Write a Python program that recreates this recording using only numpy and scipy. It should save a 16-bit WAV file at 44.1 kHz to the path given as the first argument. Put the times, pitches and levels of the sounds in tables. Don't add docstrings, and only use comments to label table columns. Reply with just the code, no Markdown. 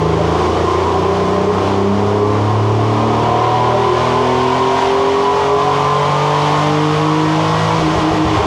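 import sys
import numpy as np
from scipy import signal
from scipy.fft import rfft, irfft, next_fast_len
from scipy.io import wavfile
from scipy.ndimage import uniform_filter1d, minimum_filter1d

SR = 44100
rng = np.random.default_rng(int(sys.argv[2]) if len(sys.argv) > 2 else 0)


def inscribe(sig):
    pcm = np.round(np.clip(np.atleast_2d(sig).T, -1, 1) * 32767)
    wavfile.write(sys.argv[1], SR, pcm.astype(np.int16))


N = 373086

# frequency in Hz, relative level in dB.
FAN_SPECTRUM = [(20, -23), (45, 0.5), (60, -29), (78, 12), (110, 0.5), (170, 10), (260, -15.5), (400, 4.5),
                (1000, 1.5), (2000, -11), (5000, -36.5), (12000, -47)]
# frequency in Hz, relative level in dB.
ROAR_SPECTRUM = [(150, -20), (270, -9), (390, -8), (530, -10), (740, 2), (860, -1), (1040, 3), (1200, -3),
                 (1380, -13.5), (1900, -51), (6000, -76)]
RASP_SPECTRUM = [(900, -14), (1400, 5), (1700, -0.5), (2200, 1.5), (2700, -2), (3100, 1), (3450, -1.5),
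                 (3750, -7.5), (4500, -10), (7000, -59), (12000, -77)]
HISS_SPECTRUM = [(2500, -6), (4000, 1), (5200, 3), (6500, -1.5), (8000, -9), (10000, -17), (13000, -28),
                 (15000, -43)]
# pitch in Hz, width in Hz, gain in dB.
PIPE_MODES = [(406, 82, -3), (729.5, 30, 0.5), (874, 17, -10), (1059, 24, 1.5)]
# centre in seconds, half length in seconds, boost in dB.
NOISE_SWELLS = [(0.416, 0.078, 2), (0.73, 0.036, 1.5), (1.672, 0.073, 2), (4.837, 0.093, 2.5),
                (6.522, .2, 3), (8.364, .035, 5)]
# time in seconds, then growl, roar, rasp and hiss gains in dB.
LAYER_FADERS = [(0, 0.5, -25.5, -33.5, -40.5), (.4, 0, -22.5, -32, -38.5), (1.9, -2.5, -26, -35, -41.5),
                (2.8, -1.5, -22.5, -33, -39.5), (3.45, 1, -20, -28, -38), (4.1, 0.5, -23, -27, -36),
                (6.1, 0, -24, -28, -36), (7.1, -2, -24, -27.5, -35.5), (7.8, 0.5, -25.5, -27, -34),
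                (8.46, -0.5, -25, -29, -37.5)]
CYLINDER_DB = [-9, -0.5, 3.5, -12, 1, -0.5]
# time in seconds, crank speed in four-stroke cycles per second.
CRANK_SPEED = [(0, 26.5), (.6, 28.48), (1.6, 32.28), (3, 37.26), (7.1, 51.45), (7.74, 53.9)]
# time in seconds, thud gain in dB, firing note drop in dB.
LIMITER_CUTS = [(7.791, -11.5, -0.5), (7.952, -14, 9), (8.11, -13.5, 5), (8.25, -12.5, 9),
                (8.37, -10.5, 28)]
# pitch in Hz, width in Hz, gain in dB.
SILENCER_MODES = [(39.6, 11, -20), (80, 14, 4), (105.5, 12, 6.5), (191, 13, 2), (400, 61, 3)]
# frequency in Hz, gain in dB.
EXHAUST_COLOUR = [(50, -41), (80, -32.5), (160, -38.5), (220, -38), (280, -30), (400, -27.1), (520, -30.9),
                  (750, -34), (1050, -23), (1250, -28), (1500, -42)]
# centre in Hz, width in Hz, gain in dB.
STANDING_WAVES = [(108.1, 8.7, 11.5), (133.8, 6.1, -23), (166.2, 64.3, 22), (172.5, 19.4, -21),
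                  (200.3, 2.6, 9.0), (224.7, 4, 7), (287, 20, -13), (306, 29.5, 8), (363.8, 2.5, 9.5),
                  (397.5, 29, 9), (414.5, 2.3, 10.5), (455, 16.6, 4.5), (598, 2.8, 16), (693, 5.9, 12),
                  (745, 9.7, 12.5), (805, 2.2, -2), (867.6, 11.8, 8), (964.2, 59, 4.5), (979.4, 19, 7.5),
                  (1043, 27, 5)]
WALL_NULLS = [194.5, 233, 242.5, 273.3, 285, 306, 321, 334, 340.5, 352.5, 368, 384, 391.3, 432.5, 448, 470]
# order (multiple of the cycle rate), level in dB.
ENGINE_ORDERS = [(2, -6), (3, 5), (4, -7.5), (5, -9), (6, 5.5), (7, -13.5), (8, -19.5), (9, 3), (10, -4.5),
                 (11, -4.5), (12, 0.5), (13, -1.5), (14, -7), (15, -8.5), (16, 2.8), (17, -7.5), (18, -5.5),
                 (19, -9.5), (20, -12), (21, -6), (22, -4), (23, -13), (24, -15), (25, -5.5), (26, -16.5),
                 (27, -10), (28, -13), (30, -17), (33, -8), (36, -19), (39, -14)]
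# order, loss on the rev limiter in dB (negative is a boost).
FIRING_ORDERS = [(3, 2), (6, -3), (9, 5)]
# centre in seconds, order, half length in seconds, gain in dB.
ORDER_FLARES = [(.71, 9, 2, -10.5), (.73, 36, .15, 12), (1.35, 3, .25, -4.5), (1.55, 8, 3, 16),
                (1.648, 9, 0.14, 12), (2.08, 16, 1.3, -19), (2.256, 12, .07, 5), (.9, 13, 0.69, 2.5),
                (2.53, 19, 3.2, 12.5), (2.62, 8, 0.57, 18), (3.318, 19, .3, 7), (3.376, 27, 0.2, 6),
                (3.62, 3, 0.17, 3.5), (3.8, 15, 3.1, 12), (4.35, 12, 1.4, -5), (4.35, 6, .25, 4),
                (4.4, 9, .4, 2.5), (4.846, 22, 0.18, 5.5), (5.68, 16, .2, -6), (7.59, 6, 0.16, -9.5)]

ROOM_T60_S = 0.37
NULL_WIDTH_HZ, NULL_DB = 1.24, -15
WAVER_DB, WAVER_DB_PER_KHZ = 1.0, 1.8
MISFIRE_SHARE, MISFIRE_ONSET_S = .3, 0.064
DROP_DELAY_S, DROP_HALF_S = 0.036, 0.04
SAG_CYCLES_PER_S, SAG_DELAY_S, SAG_HALF_S = 1.9, .09, .06
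AGC_TARGET_DB, AGC_SHARE, AGC_WINDOW_S = -13, 0.71, 0.055
CUTOFF_HZ = 14900


def from_db(db):
    return 10 ** (np.asarray(db) / 20)


def unit_rms(x):
    return x / np.sqrt(np.mean(x ** 2) + 1e-20)


def automation(rows):
    times, *columns = np.transpose(rows)
    return [np.interp(np.arange(N) / SR, times, column) for column in columns]


def db_at(spectrum, hz):
    points_hz, points_db = np.transpose(spectrum)
    return np.interp(np.log(hz + 1e-3), np.log(points_hz), points_db)


def swell(centre_s, half_s):
    return np.exp(-((np.arange(N) / SR - centre_s) / half_s) ** 2)


def drift(rate_hz):
    hop, run_in = 40, 2000
    pole = np.exp(-2 * np.pi * rate_hz * hop / SR)
    noise = rng.standard_normal(N // hop + run_in + 2)
    slow = signal.lfilter([1], [1, -2 * pole, pole * pole], noise)[run_in:]
    return np.interp(np.arange(N) / hop, np.arange(len(slow)), unit_rms(slow))


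def steady(x):
    return x / np.sqrt(uniform_filter1d(x ** 2, size=SR // 5) + 1e-12)


def coloured(x, spectrum):
    size = next_fast_len(N + SR // 10)
    hz = np.arange(size // 2 + 1) * SR / size
    shaped = rfft(x, size) * from_db(db_at(spectrum, hz))
    return unit_rms(irfft(shaped, size)[:N])


def workshop(x, wet_db):
    t = np.arange(SR // 2) / SR
    tail = rng.standard_normal(len(t)) * from_db(-60 * t / ROOM_T60_S) * (t > .004)
    tail *= from_db(wet_db) / np.sqrt(np.sum(tail ** 2))
    return (x + signal.fftconvolve(x, tail)[:N]) / np.sqrt(1 + from_db(wet_db) ** 2)


def fans_and_rollers():
    return coloured(rng.standard_normal(N), FAN_SPECTRUM)


def hollow_ring(modes):
    noise = rng.standard_normal(N)
    ring = 0
    for hz, width, db in modes:
        radius = np.exp(-np.pi * width / SR)
        poles = [1, -2 * radius * np.cos(2 * np.pi * hz / SR), radius ** 2]
        ring += from_db(db) * (1 - radius ** 2) / 2 * signal.lfilter([1, 0, -1], poles, noise)
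    muffled = signal.sosfilt(signal.butter(4, 1300, fs=SR, output="sos"), ring)
    return steady(unit_rms(muffled))


def silencer_thuds(decay_s):
    t = np.arange(N) / SR
    bursts = sum(from_db(db) * (t > s) * np.exp(-np.abs(t - s) / decay_s) for s, db, _ in LIMITER_CUTS)
    return hollow_ring(SILENCER_MODES) * uniform_filter1d(bursts, size=SR // 100)


def firings(cycles, misfire, uneven_db, jitter_s):
    cylinders = len(CYLINDER_DB)
    firing = np.arange(int(cycles[-1] * cylinders))
    time_scatter, level_scatter = rng.standard_normal((len(firing), 2)).T
    onsets = np.interp(firing / cylinders, cycles, np.arange(N)) + jitter_s * SR * time_scatter
    onsets = np.clip(np.round(onsets), 0, N - 1).astype(int)
    sparked = rng.random(N)[onsets] >= misfire[onsets]
    punch_db = np.array(CYLINDER_DB)[firing % cylinders] + uneven_db * level_scatter
    clicks = np.zeros(N)
    clicks[onsets] = from_db(punch_db) * sparked
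    puffs = signal.lfilter([1], [1, -np.exp(-1 / (0.004 * SR))], clicks + 1e-18)
    return clicks, puffs


def exhaust_gas(clicks, puffs, spectrum, pulse_db, stream, wet_db):
    fronts = from_db(pulse_db) * unit_rms(workshop(clicks - np.mean(clicks), wet_db))
    turbulence = unit_rms((stream + unit_rms(puffs)) * rng.standard_normal(N))
    return steady(coloured(fronts + turbulence, spectrum))


def after_cuts(heights, delay_s, half_s):
    return sum(height * swell(s + delay_s, half_s) for (s, _, _), height in zip(LIMITER_CUTS, heights))


def exhaust_gain(hz):
    grid_hz = np.arange(20, 2000, .25)
    bands = list(STANDING_WAVES) + [(null, NULL_WIDTH_HZ, NULL_DB) for null in WALL_NULLS]
    standing_db = sum(db / (1 + (2 * (grid_hz - centre) / width) ** 2) for centre, width, db in bands)
    return np.interp(hz, grid_hz, from_db(db_at(EXHAUST_COLOUR, grid_hz) + standing_db))


def order_gain(order, db, speed):
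    flare_db = sum(gain_db * swell(s, half_s)
                   for s, flaring, half_s, gain_db in ORDER_FLARES if flaring == order)
    return from_db(db + flare_db) * exhaust_gain(order * speed)


def order_tone(order, cycles, rough, shake_hz):
    phase = 2 * np.pi * (order * cycles + rng.random())
    shaken = (1 + rough * drift(shake_hz)) * np.cos(phase) + rough * drift(shake_hz) * np.sin(phase)
    return shaken / np.sqrt(.5 + rough ** 2)


def growl(cycles, speed, misfire):
    tones = 0
    for order, db in ENGINE_ORDERS:
        if order in dict(FIRING_ORDERS):
            continue
        khz = order * speed / 1000
        rough = 0.07 + 0.44 * khz + 4 * misfire
        waver_db = (WAVER_DB + WAVER_DB_PER_KHZ * khz) * drift(3.45)
        gain = order_gain(order, db - 18 * misfire + waver_db, speed)
        tones += gain * order_tone(order, cycles, rough, shake_hz=8.1)
    return tones


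def boom(cycles, speed, misfire, limiting):
    rough = 0.034 + .5 * misfire
    tones = 0
    for order, lost_db in FIRING_ORDERS:
        gain = order_gain(order, dict(ENGINE_ORDERS)[order] - lost_db * limiting, speed)
        tones += gain * order_tone(order, cycles, rough, shake_hz=6.3)
    drop_db = after_cuts([db for _, _, db in LIMITER_CUTS], DROP_DELAY_S, DROP_HALF_S)
    return tones * from_db(-drop_db)


def scene():
    sag = after_cuts([SAG_CYCLES_PER_S] * len(LIMITER_CUTS), SAG_DELAY_S, SAG_HALF_S)
    speed = automation(CRANK_SPEED)[0] - sag
    cycles = np.cumsum(speed * (1 + .0007 * drift(8))) / SR
    first_cut_s = LIMITER_CUTS[0][0]
    limiting = np.clip((np.arange(N) / SR - first_cut_s) / MISFIRE_ONSET_S + .5, 0, 1)
    misfire = MISFIRE_SHARE * limiting
    growl_db, roar_db, rasp_db, hiss_db = automation(LAYER_FADERS)
    swell_db = sum(db * swell(s, half_s) for s, half_s, db in NOISE_SWELLS)

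    clicks, puffs = firings(cycles, misfire, uneven_db=1.7, jitter_s=.00005)
    notes = boom(cycles, speed, misfire, limiting) + from_db(growl_db) * growl(cycles, speed, misfire)
    rush = exhaust_gas(clicks, puffs, ROAR_SPECTRUM, pulse_db=-3, stream=2.0, wet_db=8)
    howl = from_db(-7) * hollow_ring(PIPE_MODES)
    roar = from_db(10 * misfire) * (rush + howl)
    rasp = exhaust_gas(clicks, puffs, RASP_SPECTRUM, pulse_db=-1, stream=2.3, wet_db=10)
    hiss = exhaust_gas(clicks, puffs, HISS_SPECTRUM, pulse_db=-9.5, stream=6.3, wet_db=13)
    noise = from_db(roar_db) * roar + from_db(rasp_db) * rasp + from_db(hiss_db) * hiss
    fans = from_db(-28) * fans_and_rollers()
    thuds = from_db(-6) * silencer_thuds(decay_s=0.1)
    return (fans + thuds + from_db(swell_db) * noise + notes)[None]


def record(dry):
    level = np.sqrt(uniform_filter1d(dry ** 2, size=int(AGC_WINDOW_S * SR)) + 1e-12)
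    levelled = dry * (from_db(AGC_TARGET_DB) / level) ** AGC_SHARE
    peak = -minimum_filter1d(-np.abs(levelled), size=SR // 40)
    limiter_gain = uniform_filter1d(np.minimum(1, .8 / (peak + 1e-9)), size=SR // 40)
    high_cut = signal.ellip(10, .1, 80, CUTOFF_HZ, fs=SR, output="sos")
    return signal.sosfilt(high_cut, levelled * limiter_gain)


dry = scene()
out = record(dry)
inscribe(out)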